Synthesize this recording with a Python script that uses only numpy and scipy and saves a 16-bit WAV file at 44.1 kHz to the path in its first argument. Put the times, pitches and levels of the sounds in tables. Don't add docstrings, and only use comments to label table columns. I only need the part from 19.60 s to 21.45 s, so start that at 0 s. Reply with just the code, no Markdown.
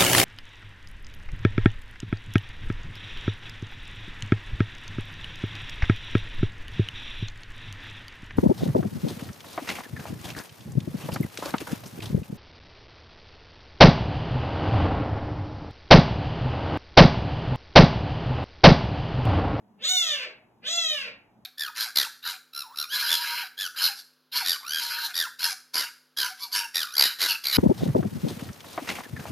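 import sys
import numpy as np
from scipy import signal
from scipy.fft import rfft, irfft, next_fast_len
from scipy.io import wavfile
from scipy.ndimage import map_coordinates

SR = 44100
rng = np.random.default_rng(int(sys.argv[2]) if len(sys.argv) > 2 else 0)


def digitize_waveform(pressure):
    field = np.atleast_2d(pressure).T
    bounded = np.clip(field, -1, 1)
    quanta = np.round(bounded * 32767).astype(np.int16)
    wavfile.write(sys.argv[1], SR, quanta)


N = 81585


def amp(db):
    return 10 ** (np.asarray(db) / 20)


def unit(x):
    return x / np.sqrt(np.mean(x ** 2) + 1e-20)


def along(points, hz):
    point_hz, values = np.transpose(points)
    return np.interp(np.log(hz + 1), np.log(point_hz + 1), values)


def curves(rows, t):
    seconds, *columns = np.transpose(rows)
    return [np.interp(t, seconds, column) for column in columns]


def wobble(rate, size):
    return map_coordinates(rng.standard_normal(4096), [np.arange(size) * rate / SR], mode="wrap")


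def filtered(x, response):
    m = next_fast_len(x.shape[-1] + 8192)
    return irfft(rfft(x, m) * response(np.fft.rfftfreq(m, 1 / SR)), m)[..., :x.shape[-1]]


# frequency in Hz, left-right correlation [0-1].
LIKENESS = [(100, .95), (700, .72), (1400, .4), (2200, .2), (3000, .65), (4000, .92), (7000, .95),
            (15000, .93)]


def diffuse(size):
    def mid_side_gains(hz):
        angle = np.arccos(np.clip(along(LIKENESS, hz), -1, 1)) / 2
        return np.array([np.cos(angle), np.sin(angle)])

    mid, side = filtered(rng.standard_normal((2, size)), mid_side_gains)
    return np.array([mid + side, mid - side])


def drone(centre, width):
    return unit(filtered(diffuse(N), lambda hz: 1 / (1 + ((hz - centre) / width) ** 2)))


# frequency in Hz, relative density in dB per Hz.
RUMBLE_SPECTRUM = [(25, -31.5), (50, -6.5), (110, -6.5), (300, -1.5), (520, -10), (850, -4.5),
                   (1200, -15.5), (2000, -24), (4000, -32), (8000, -38), (14000, -35.5), (15500, -45)]
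RUMBLE_DB = -64


def rumble():
    return amp(RUMBLE_DB) * unit(filtered(diffuse(N), lambda hz: amp(along(RUMBLE_SPECTRUM, hz))))


# centre in Hz, width in Hz, rms level in dB.
STEADY_BANDS = [(118, 14, -73), (730.4, 6.3, -76)]


def steady_drones():
    return sum(amp(db) * drone(centre, width) for centre, width, db in STEADY_BANDS)


# time in seconds, level in dB before HUM_GAIN_DB.
HUM_LEVEL = [(0.0, -67), (0.262, -56.5), (0.314, -69.5), (0.958, -76.5), (1.03, -54.5), (1.086, -68),
             (1.272, -61), (1.314, -72.5), (1.514, -60.5), (1.73, -80), (1.762, -60), (1.85, -63)]
HUM_HZ, HUM_WIDTH_HZ, HUM_GAIN_DB = 212.7, 23, -0.5


def hum():
    level_db, = curves(HUM_LEVEL, np.arange(N) / SR)
    return amp(level_db + HUM_GAIN_DB) * drone(HUM_HZ, HUM_WIDTH_HZ)


def background():
    return rumble() + steady_drones() + hum()


# frequency in Hz, time to fall 60 dB in seconds.
TAIL_T60 = [(200, 0.18), (700, 0.48), (2500, 0.36), (5000, 0.24), (8000, 0.16), (15000, 0.067)]
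TAIL_DB, TAIL_BUILD_S = -4, 0.0072
NEAR_DB, NEAR_T60_S = -1, 0.11


def room(x):
    size = SR * 3 // 4
    t = np.arange(size) / SR
    near = diffuse(size) * amp(-60 * t / NEAR_T60_S)
    hz, frames, z = signal.stft(diffuse(size), SR, nperseg=256)
    decay = amp(-60 * frames / along(TAIL_T60, hz)[:, None])
    tail = signal.istft(z * decay, SR, nperseg=256)[1][:, :size]
    tail = tail * (1 - np.exp(-t / TAIL_BUILD_S))
    near = amp(NEAR_DB) * near / np.linalg.norm(near[0])
    tail = amp(TAIL_DB) * tail / np.linalg.norm(tail[0])
    wet = signal.fftconvolve(x[None], near + tail, axes=1)[:, :N]
    return (x + wet) / np.sqrt(1 + amp(NEAR_DB) ** 2 + amp(TAIL_DB) ** 2)


# open centre in Hz, closed centre in Hz, width in Hz,
# open gain in dB, closed gain in dB.
RESONANCES = [(1510, 2700, 130, -17, -20), (1950, 1850, 810, -17, -5.5), (3905, 2240, 402, 3, 0.5),
              (4240, 4500, 740, -18, -5.5), (6750, 3800, 990, -5, -20), (7600, 2300, 530, -45.5, -46),
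              (11800, 4300, 6000, -26.5, -29.5), (14700, 20000, 680, -35.5, -33)]
OPEN_S, OPEN_DULL_DB_PER_KHZ, DULL_ABOVE_HZ = 0.037, 7.5, 3040
UPPER_HZ, TOP_HZ, SHELF_HZ = 5030, 8680, 400
LOW_CUT_HZ = 820


def mouth(hz, closed, upper_db, top_db, age):
    power = 0
    for open_hz, closed_hz, width, open_db, closed_db in RESONANCES:
        centre = open_hz + (closed_hz - open_hz) * closed
        peak = amp(open_db + (closed_db - open_db) * closed)
        power = power + (peak / (1 + ((hz - centre) / width) ** 2)) ** 2
    still_opening = np.clip(1 - age / OPEN_S, 0, 1)
    dull_db = OPEN_DULL_DB_PER_KHZ * still_opening * np.maximum(hz - DULL_ABOVE_HZ, 0) / 1000
    above = lambda edge: .5 + .5 * np.tanh((hz - edge) / SHELF_HZ)
    shelf_db = upper_db * above(UPPER_HZ) + (top_db - upper_db) * above(TOP_HZ)
    radiation = hz ** 4 / (hz ** 4 + LOW_CUT_HZ ** 4)
    return np.sqrt(power) * amp(shelf_db - dull_db) * radiation


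JITTER, JITTER_PER_S = .035, 330
BREAK, BREAK_PER_S = 0.1296, 170
WAVER, WAVER_PER_S = 0.0036, 52
SHIMMER_DB, SHIMMER_PER_S = 3, 170


def wavering_pitch(hz, rough):
    size = len(hz)
    scatter = JITTER * rough * wobble(JITTER_PER_S, size)
    scatter = scatter + BREAK * rough ** 4 * wobble(BREAK_PER_S, size)
    return hz * np.exp(scatter + WAVER * wobble(WAVER_PER_S, size))


def fold_overtones(hz, phase, closed, upper_db, top_db, age):
    k = np.arange(2, 40)[:, None]
    gains = mouth(k * hz, closed, upper_db, top_db, age) * (k * hz < SR / 2)
    return np.sum(gains * np.sin(k * phase), 0) / np.sqrt(np.sum(gains ** 2, 0) / 2)


def pulsed_air(phase, closed, upper_db, top_db, age):
    size = len(phase)
    pulsed = rng.standard_normal(N)[:size] * (1 + np.cos(phase))
    hz, frames, z = signal.stft(pulsed, SR, nperseg=256)
    mouth_curves = [np.interp(frames, age, curve) for curve in (closed, upper_db, top_db)]
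    shape = mouth(hz[:, None], *mouth_curves, frames)
    shape = shape / np.linalg.norm(shape, axis=0)
    return unit(signal.istft(z * shape, SR, nperseg=256)[1][:size])


CROAK_HZ, CROAK_WIDTH_HZ, CROAK_SHARE = 527, 150, 0.93


def croaking_fundamental(phase, rough):
    band = lambda hz: 1 / (1 + ((hz - CROAK_HZ) / CROAK_WIDTH_HZ) ** 4)
    croak = unit(filtered(rng.standard_normal(N)[:len(phase)], band))
    broken = np.clip(CROAK_SHARE * rough ** 4, 0, 1)
    return np.sqrt(1 - broken) * unit(np.sin(phase)) + np.sqrt(broken) * croak


RASP_DB = -6.5
FADE_S = 0.013
SWELL_S, SWELL_DB = 0.065, 4


def meow(pitch, level, voice, first_hz, last_hz, overtone_db, fundamental_db):
    first = int((level[0][0] - FADE_S) * SR)
    t = np.arange(first, int((level[-1][0] + FADE_S) * SR)) / SR
    age = t - t[0]
    closed, rough, upper_db, top_db = curves(voice, t)
    closed, rough = np.clip([closed, rough], 0, 1)
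    high_db, low_db = curves(level, t)
    hz, = curves([(t[0], first_hz), *pitch, (t[-1], last_hz)], t)
    hz = wavering_pitch(hz, rough)
    phase = 2 * np.pi * np.cumsum(hz) / SR
    overtones = fold_overtones(hz, phase, closed, upper_db, top_db, age)
    air = pulsed_air(phase, closed, upper_db, top_db, age)
    cry = amp(high_db + overtone_db) * (overtones + amp(RASP_DB) * rough * air)
    cry = cry + amp(low_db + fundamental_db) * croaking_fundamental(phase, rough)
    swell = amp(-SWELL_DB * np.clip(1 - age / SWELL_S, 0, 1))
    fade = np.clip(np.minimum(age, t[-1] - t) / FADE_S, 0, 1)
    shimmer = amp(SHIMMER_DB * rough * wobble(SHIMMER_PER_S, len(t)))
    return np.pad(cry * swell * fade * shimmer, (first, N))[:N]


# first pitch in Hz, last pitch in Hz,
# overtone gain in dB, fundamental gain in dB.
CRY_SETTINGS = [(337, 480, -0.5, -2.5), (328.7, 410, 0.5, -2)]
# time in seconds, pitch in Hz before the random waver.
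FIRST_PITCH = [(.25, 607.5), (.275, 698.3), (.31, 738.1), (.35, 736.2), (.4, 700), (.45, 655.5),
               (.5, 608.6), (.55, 559.7), (.62, 492.7)]
# time in seconds, overtones in dB, fundamental in dB, before gains, swell and shimmer.
FIRST_LEVEL = [(0.19, -63.5, -60), (0.218, -41.5, -52), (0.246, -27.5, -53.5), (0.302, -21.5, -51.5),
               (0.33, -23.5, -43), (0.362, -24.5, -45.5), (0.38, -21.5, -60), (0.45, -27, -43),
               (0.486, -26.5, -57), (0.542, -27.5, -43), (0.572, -34, -56), (0.65, -38, -52.5),
               (0.672, -53, -47.5), (0.71, -52, -65)]
# time in seconds, mouth closed [0-1], roughness (clipped to 0-1),
# gain above UPPER_HZ in dB, gain above TOP_HZ in dB.
FIRST_VOICE = [(.2, 0.72, 0.76, -13, -3.5), (0.252, 0, 0.7, -4.5, -10.5), (.3, 0.08, 0.1, 2.5, 5),
               (.38, 0.16, 0.13, 2, 3.5), (0.441, 0.21, 0.38, 0.5, -1), (.52, 0.3, 0.41, -2, -5),
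               (.58, 0.66, 0.63, 0, 1.5), (0.679, 0.98, 1.04, -3, -6)]


def first_meow():
    return meow(FIRST_PITCH, FIRST_LEVEL, FIRST_VOICE, *CRY_SETTINGS[0])


# time in seconds, pitch in Hz before the random waver.
SECOND_PITCH = [(1.06, 510), (1.08, 609), (1.1, 656.7), (1.13, 681.3), (1.19, 674.4), (1.25, 646.3),
                (1.31, 616.3), (1.37, 573.3), (1.44, 505.7)]
# time in seconds, overtones in dB, fundamental in dB, before gains, swell and shimmer.
SECOND_LEVEL = [(1.01, -77, -77.5), (1.042, -42.5, -53), (1.08, -26.5, -51), (1.102, -29, -50),
                (1.18, -25, -41.5), (1.212, -27.5, -60), (1.232, -26, -53), (1.264, -25.5, -46.5),
                (1.29, -26.5, -71), (1.308, -28, -47.5), (1.36, -32.5, -43), (1.406, -33.5, -64.5),
                (1.486, -43.5, -46), (1.52, -63, -64.5)]
# time in seconds, mouth closed [0-1], roughness [0-1],
# gain above UPPER_HZ in dB, gain above TOP_HZ in dB.
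SECOND_VOICE = [(1.029, .9, .8, -12.5, -4.5), (1.076, 0.093, 0.51, -6.5, -10), (1.129, 0.16, .2, 6, -5.5),
                (1.198, 0.22, 0.091, 0, -6.5), (1.28, .1, 0.045, -7.5, -8.5), (1.35, .55, 0.14, 0, 2),
                (1.409, 0.714, .45, 0.5, 1), (1.478, 0.9, 0.91, -6.5, -3.5)]


def second_meow():
    return meow(SECOND_PITCH, SECOND_LEVEL, SECOND_VOICE, *CRY_SETTINGS[1])


def scene():
    first = first_meow()
    second = second_meow()
    return room(first) + room(second) + background()


LEAD_S, LEAD_ABOVE_HZ = 0.0002219, 2366
BAND_LIMIT_HZ = 15830


def record(dry):
    def pickup(hz):
        lead = np.pi * LEAD_S * np.maximum(hz - LEAD_ABOVE_HZ, 0)
        return np.exp(1j * np.array([lead, -lead])) * (hz < BAND_LIMIT_HZ)

    return filtered(dry, pickup)


dry = scene()
out = record(dry)
digitize_waveform(out)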